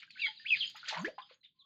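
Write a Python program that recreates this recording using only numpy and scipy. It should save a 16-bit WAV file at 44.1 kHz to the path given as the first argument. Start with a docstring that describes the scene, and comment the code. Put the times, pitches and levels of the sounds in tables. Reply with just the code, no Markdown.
"""Ducklings in a shallow pool

Ducklings paddle outdoors and peep in near-pure arching whistles. Bills and feet throw up splashes,
swarms of tiny resonating bubbles; single drops plink, and one dive closes with a low, rising gulp.
The hard pool walls reflect it all quickly, over faint wavering tones, a low rumble and a high hiss
that dies away near the end."""
import sys
import numpy as np
from scipy import signal
from scipy.fft import rfft, irfft, next_fast_len
from scipy.io import wavfile
from scipy.ndimage import uniform_filter1d

SR = 44100
rng = np.random.default_rng(int(sys.argv[2]) if len(sys.argv) > 2 else 0)


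def master_out(mix):
    """Clip the mix to full scale and print it as 16-bit PCM to the path in sys.argv[1]."""
    frames = np.transpose(np.atleast_2d(mix))
    ceiling = np.clip(frames, -1, 1)
    pcm = np.round(ceiling * 32767).astype(np.int16)
    wavfile.write(sys.argv[1], SR, pcm)


N = 72765


def ducklings():
    """Pitch glides: loud arching peeps, their distance heard as echo level, and soft falling ones."""
    # close peeps, one contour each: t/s, f/Hz, level/dB
    peeps = [
        [(.170, 1495, -50.5), (.180, 2220, -54), (.190, 2660, -57.5), (.197, 2694, -42), (.213, 2764, -32.5),
         (.226, 2433, -35.5), (.240, 2277, -31), (.254, 2235, -31), (.264, 2068, -35.5), (.272, 1714, -44)],
        [(.450, 1577, -50.5), (.459, 2185, -38.5), (.468, 2636, -34.5), (.476, 3108, -50), (.485, 3413, -37.5),
         (.500, 3178, -41), (.507, 2705, -25.5), (.520, 2535, -28.5), (.527, 2552, -20), (.545, 2296, -27),
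         (.557, 1850, -41.5)],
        [(.590, 4500, -48.5), (.602, 3925, -43), (.609, 3268, -35), (.620, 3085, -33), (.632, 2800, -37),
         (.644, 2390, -48.5)],
    ]
    # echo of each close peep: level/dB
    echo_levels = [5, 1, 4.5]
    # soft peeps: t/s, length/s, first f/Hz, last f/Hz, level/dB
    soft_peeps = [(0.087, 0.062, 4700, 3470, -62.5), (0.211, 0.037, 4023, 3048, -42),
                  (0.234, .05, 3498, 2988, -37), (0.25, 0.029, 4520, 3260, -43),
                  (0.357, 0.037, 4394, 3265, -54), (0.532, .018, 4920, 3850, -54),
                  (0.673, 0.015, 4870, 2905, -48.5), (0.792, 0.025, 4890, 2550, -54),
                  (1.216, 0.016, 3825, 2650, -52), (1.405, 0.05, 4140, 3770, -69.5),
                  (1.439, 0.028, 4030, 2744, -58), (1.586, 0.043, 4185, 2930, -63),
                  (1.600, .03, 4540, 3580, -77)]
    loud, soft = np.zeros((2, N))
    for rows, wet_db in zip(peeps, echo_levels):
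        loud += pool(whistle(curve(rows), swell(rows), waver=.009, octave_db=-39), wet_db)
    for start, length, first_hz, last_hz, db in soft_peeps:
        progress = np.clip((np.arange(N) / SR - start) / length, 0, 1)
        hz = first_hz + (last_hz - first_hz) * progress * (1 + progress) / 2
        gain = np.sqrt(2) * undb(db) * np.sin(np.pi * progress)
        soft += whistle(hz, gain, waver=.013, octave_db=-33)
    return loud + pool(soft, wet_db=0.5)


def whistle(hz, gain, waver, octave_db):
    """A duckling's voice: a sine and weak second harmonic, modulated in frequency and amplitude."""
    phase = wavering_phase(hz, waver, rate_hz=540)
    flutter_db = 2.2 * walk(250)
    return gain * undb(flutter_db) * (np.sin(phase) + undb(octave_db) * np.sin(2 * phase))


def gulp():
    """Cavity resonance: the pitch of an air pocket rises as it closes."""
    # air pocket resonance: t/s, f/Hz, level/dB
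    pocket = [(.960, 170.9, -55.5), (.990, 164.8, -37.5), (1.015, 186.5, -32), (1.035, 241.8, -39),
              (1.050, 325.3, -30), (1.064, 416, -42), (1.080, 465, -33.5), (1.094, 612, -41),
              (1.125, 500, -77.5)]
    return swell(pocket) * np.sin(wavering_phase(curve(pocket), waver=.03, rate_hz=150))


def plinks():
    """Free oscillation: each single bubble rings at its natural frequency."""
    # bubbles: t/s, f/Hz, level/dB, T60/s, rise/(octaves/s)
    bubbles = [(.023, 2246, -35.5, 0.012, -13), (0.077, 1582, -54, 0.081, 1.5),
               (0.105, 2580, -42.5, 0.021, -14.5), (0.152, 2280, -49.5, 0.05, -11.5),
               (.158, 1523, -49, 0.3, 4.5), (0.263, 1444, -38.5, 0.049, 1), (0.282, 884, -41.5, 0.083, -2),
               (0.398, 1775, -46.5, 0.12, 1), (0.571, 1687, -40, 0.032, 2.5),
               (.642, 1910, -44.5, 0.026, 4.5), (0.747, 803, -48.5, 0.12, 12.5),
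               (0.755, 1326, -40, 0.032, -13), (0.83, 1418, -38.5, 0.065, 0.5),
               (0.839, 1450, -35.5, 0.027, 10.5), (0.907, 898, -42, 0.3, -4),
               (.927, 813, -22.5, 0.03, 12.5), (0.943, 1530, -24.5, 0.01, 4), (0.969, 932, -28, 0.12, 7),
               (1.0469, 1617, -23.5, 0.075, 20.5), (1.079, 58.7, -34.5, 0.031, 5.5),
               (1.083, 501, -15, 0.012, 25), (1.181, 802, -30, 0.049, 3), (1.182, 966, -33.5, 0.098, 8),
               (1.310, 536, -44, 0.047, -8.5), (1.432, 2038, -67, 0.15, 2)]
    out = np.zeros(N)
    for start, hz, db, t60, rise in bubbles:
        add(out, start, undb(db) * bubble(hz, t60, rise, attack=.7 / hz))
    return out


def bubble(hz, t60, rise, attack):
    """A damped oscillator with gliding pitch; a positive rise is a bubble nearing the surface."""
    t = np.arange(int(t60 * SR) + 2) / SR
    pitch = np.minimum(hz * 2 ** (rise * t), SR * .45)
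    envelope = undb(-60 * t / t60) * (1 - np.exp(-t / attack))
    return envelope * np.sin(2 * np.pi * np.cumsum(pitch) / SR)


def splashes():
    """Smaller bubbles resonate higher: tiny ones make the splash, the finest its fizz."""
    # bubble swarms, both tables: t/s, attack/s, decay/s, level/dB, centre f/Hz, spread/octaves
    body = [(.000, 0.0028, 0.056, -59.5, 3110, 0.41), (0.019, 0.0095, 0.012, -49.5, 2120, 0.32),
            (0.104, 0.0027, 0.012, -56.5, 3710, 0.47), (.553, 0.009, 0.022, -40, 3086, 0.31),
            (0.749, 0.012, 0.044, -51, 2980, 0.49), (0.833, 0.026, 0.087, -50.5, 2620, 0.57),
            (.871, 0.018, 0.03, -34.5, 3200, 0.55), (.915, 0.026, 0.061, -36.5, 1516, 0.858),
            (1.045, .002, 0.02, -41.5, 2630, 0.71), (1.180, 0.0052, 0.019, -49.5, 2104, 0.53),
            (1.287, 0.013, 0.037, -60.5, 1980, 0.5), (1.432, 0.0095, 0.024, -61, 2976, 0.24)]
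    fizz = [(.758, .008, 0.007, -58, 12500, .2), (.872, .02, .08, -72, 11500, .3),
            (1.028, .004, 0.02, -61, 13000, .2)]
    return (swarms(body, per_s=4200, ring_cycles=19.2, top_hz=7500)
            + swarms(fizz, per_s=500, ring_cycles=90, top_hz=15000))


def swarms(rows, per_s, ring_cycles, top_hz):
    """Incoherent superposition: each swarm swells and dies, the bigger bubbles coming later."""
    fall_octaves_per_s = 0.97
    out = np.zeros(N)
    for start, attack, decay, db, centre_hz, spread in rows:
        length = attack + 4 * decay
        t = np.arange(int(length * SR)) / SR
        swarm = np.zeros(len(t))
        draws = rng.standard_normal((1200, 3))[:int(length * per_s)]
        for k, (jitter, detune, loudness) in enumerate(draws):
            onset = abs(k + jitter) / per_s
            hz = max(centre_hz * 2 ** (spread * detune - fall_octaves_per_s * onset), 600)
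            t60 = ring_cycles / hz
            strength = np.exp(.75 * min(loudness, 2)) * (hz / centre_hz) ** 0.21 * (hz < top_hz)
            ring = bubble(hz, t60, rise=0.17 / t60, attack=1.5 / hz)
            add(swarm, onset, np.sign(jitter) * strength * ring)
        envelope = np.minimum(t / attack, 1) * np.exp(-(np.maximum(t - attack, 0) / decay) ** 1.5)
        add(out, start, undb(db) * unit(swarm) * envelope)
    return out


def spray():
    """Impact and resonance: fine drops hit the surface with a crack and a very short high ring."""
    # drops: t/s, f/Hz, ring level/dB, crack level/dB
    drops = [(0.522, 6400, -42, -60), (0.669, 6700, -39, -64), (0.699, 6750, -44.5, -38.5),
             (0.764, 6710, -42.5, -54), (0.993, 6910, -37, -66), (1.002, 7450, -40.5, -69.5),
             (1.017, 6370, -34.5, -54.5), (1.087, 5660, -55.5, -51), (1.343, 6630, -53, -72)]
    out = np.zeros(N)
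    t = np.arange(SR // 50) / SR
    for start, hz, ring_db, crack_db in drops:
        add(out, start, undb(ring_db) * bubble(hz, t60=0.013, rise=1.6, attack=0.0017))
        add(out, start, undb(crack_db) * rng.standard_normal(len(t)) * np.exp(-t / 0.00042))
    return out


def pool(x, wet_db):
    """Reflection: hard walls add a few early echoes and a short diffuse tail to the direct sound."""
    # wall echoes: delay t/s, level/dB
    walls = [(.0046, -18.5), (.0093, -16), (0.0184, -19), (.026, -22)]
    # spectrum of the tail: f/Hz, level/dB
    tail_spectrum = [(100, -7), (500, -3.5), (1500, -2.5), (2400, -11.5), (3200, 5.5), (4800, -2.5),
                     (5700, 4.5), (15000, -11)]
    t60_s, build_up_s, tail_db = 0.17, 0.0043, -6
    t = np.arange(SR // 2) / SR
    tail = rng.standard_normal(len(t)) * undb(-60 * t / t60_s) * (1 - np.exp(-(t / build_up_s) ** 2))
    response = undb(tail_db) * colour(unit(tail) / np.sqrt(len(t)), tail_spectrum)
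    for delay, db in walls:
        response[int(delay * SR)] += undb(db)
    return x + undb(wet_db) * signal.fftconvolve(x, response)[:N]


def thin_tones():
    """Random modulation: faint tones behind the peeps waver in pitch and flicker in level."""
    # one contour a tone: t/s, f/Hz, level/dB
    tones = [
        [(.22, 4750, -48), (.29, 4840, -59.5), (.34, 4780, -73.5), (.39, 4760, -62.5), (.45, 4680, -70.5),
         (.53, 4983, -52), (.59, 4756, -59), (.65, 4910, -56), (.72, 4885, -71.5), (.78, 4930, -60)],
        [(.98, 4390, -60), (1.05, 4790, -66), (1.095, 4626, -72), (1.125, 4670, -74.5), (1.17, 4930, -71.5),
         (1.205, 4635, -73.5), (1.26, 5097, -73), (1.31, 5040, -90)],
        [(1.55, 1037, -90), (1.61, 1056, -80.5), (1.65, 1154, -70.5)],
    ]
    out = np.zeros(N)
    for rows in tones:
        gain = swell(rows) * undb(2.5 * walk(80))
        out += gain * np.sin(wavering_phase(curve(rows), waver=.013, rate_hz=140))
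    return out


def background():
    """Filtered noise: a flickering high hiss and a faint low rumble."""
    # spectra: f/Hz, level/dB
    hiss_spectrum = [(300, -24), (1000, -28.5), (1500, -16), (2300, -6), (3100, 0.5), (4600, -1.5),
                     (5500, -24), (6600, -22), (8500, -38.5)]
    rumble_spectrum = [(25, -15), (120, 3.5), (190, 2), (300, -6.5), (600, -29), (4000, -45.5)]
    # envelopes: t/s, level/dB
    hiss_level = [(0, -55.5), (.08, -83), (.2, -49), (.40, -62), (.62, -46.5), (.74, -59.5), (1.0, -66.5),
                  (1.13, -78), (1.34, -66), (1.39, -101), (1.65, -87.5)]
    rumble_level = [(0, -77.5), (.26, -65.5), (.38, -76), (.55, -59), (.8, -72.5), (1.1, -72), (1.42, -80)]
    hiss = unit(colour(rng.standard_normal(N), hiss_spectrum))
    flicker_db = 2 * walk(64)
    rumble = unit(colour(rng.standard_normal(N), rumble_spectrum))
    return hiss * undb(curve(hiss_level) + flicker_db) + rumble * undb(curve(rumble_level))


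def undb(db):
    """Decibels to amplitude ratio."""
    return 10 ** (np.asarray(db) / 20)


def unit(x):
    """Normalisation to rms 1."""
    return x / np.sqrt(np.mean(x ** 2) + 1e-20)


def curve(rows, column=1):
    """Linear interpolation of one table column in time."""
    rows = np.array(rows, float)
    return np.interp(np.arange(N) / SR, np.sort(rows[:, 0]), rows[:, column])


def swell(rows, fade_s=.003):
    """Amplitude envelope of a sine from a (t/s, f/Hz, level/dB) contour, faded outside its ends."""
    t = np.arange(N) / SR
    outside = np.maximum(np.maximum(rows[0][0] - t, t - rows[-1][0]), 0)
    return np.sqrt(2) * undb(curve(rows, column=2)) * np.exp(-np.minimum(outside / fade_s, 10) ** 2)


def colour(x, points):
    """Minimum-phase filtering through (f/Hz, level/dB) points."""
    size = 2 * next_fast_len(len(x))
    hz, db = np.array(points, float).T
    bin_hz = np.arange(size // 2 + 1) * SR / size
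    gain = undb(np.interp(np.log(bin_hz + 1), np.log(hz), db))
    cepstrum = irfft(np.log(gain))
    cepstrum[1:size // 2] *= 2  # folding makes the filter causal
    cepstrum[size // 2 + 1:] = 0
    return irfft(rfft(x, size) * np.exp(rfft(cepstrum)))[:len(x)]


def walk(rate_hz):
    """Low-pass noise: a smooth random fluctuation of rms 1."""
    width = max(int(SR / rate_hz), 1)
    return unit(uniform_filter1d(uniform_filter1d(rng.standard_normal(N), width), width))


def wavering_phase(hz, waver, rate_hz):
    """Phase as the integral of a frequency that strays by the rms fraction waver."""
    return 2 * np.pi * np.cumsum(hz * (1 + waver * walk(rate_hz))) / SR


def add(out, start, x):
    """Superposition of a short sound at a start time in seconds."""
    i = min(max(int(start * SR), 0), len(out))
    out[i:i + len(x)] += x[:len(out) - i]


def scene():
    """Superposition of voices and water, reflected in the pool, over the background."""
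    water = gulp() + plinks() + spray() + splashes()
    return (ducklings() + pool(thin_tones(), wet_db=1) + pool(water, wet_db=-0.5) + background())[None]


def record(dry):
    """Frequency response: the microphone is dull above 5 kHz, and a low-pass cuts the top."""
    # microphone response: f/Hz, level/dB
    microphone = [(30, -14), (4900, 0), (5600, -9), (6800, -0.5), (8500, -19), (10000, -14.5), (13000, -11),
                  (16000, -31)]
    low_pass = signal.ellip(8, .2, 70, 15500, fs=SR, output="sos")
    return signal.sosfilt(low_pass, colour(dry[0], microphone))[None]


dry = scene()
out = record(dry)
master_out(out)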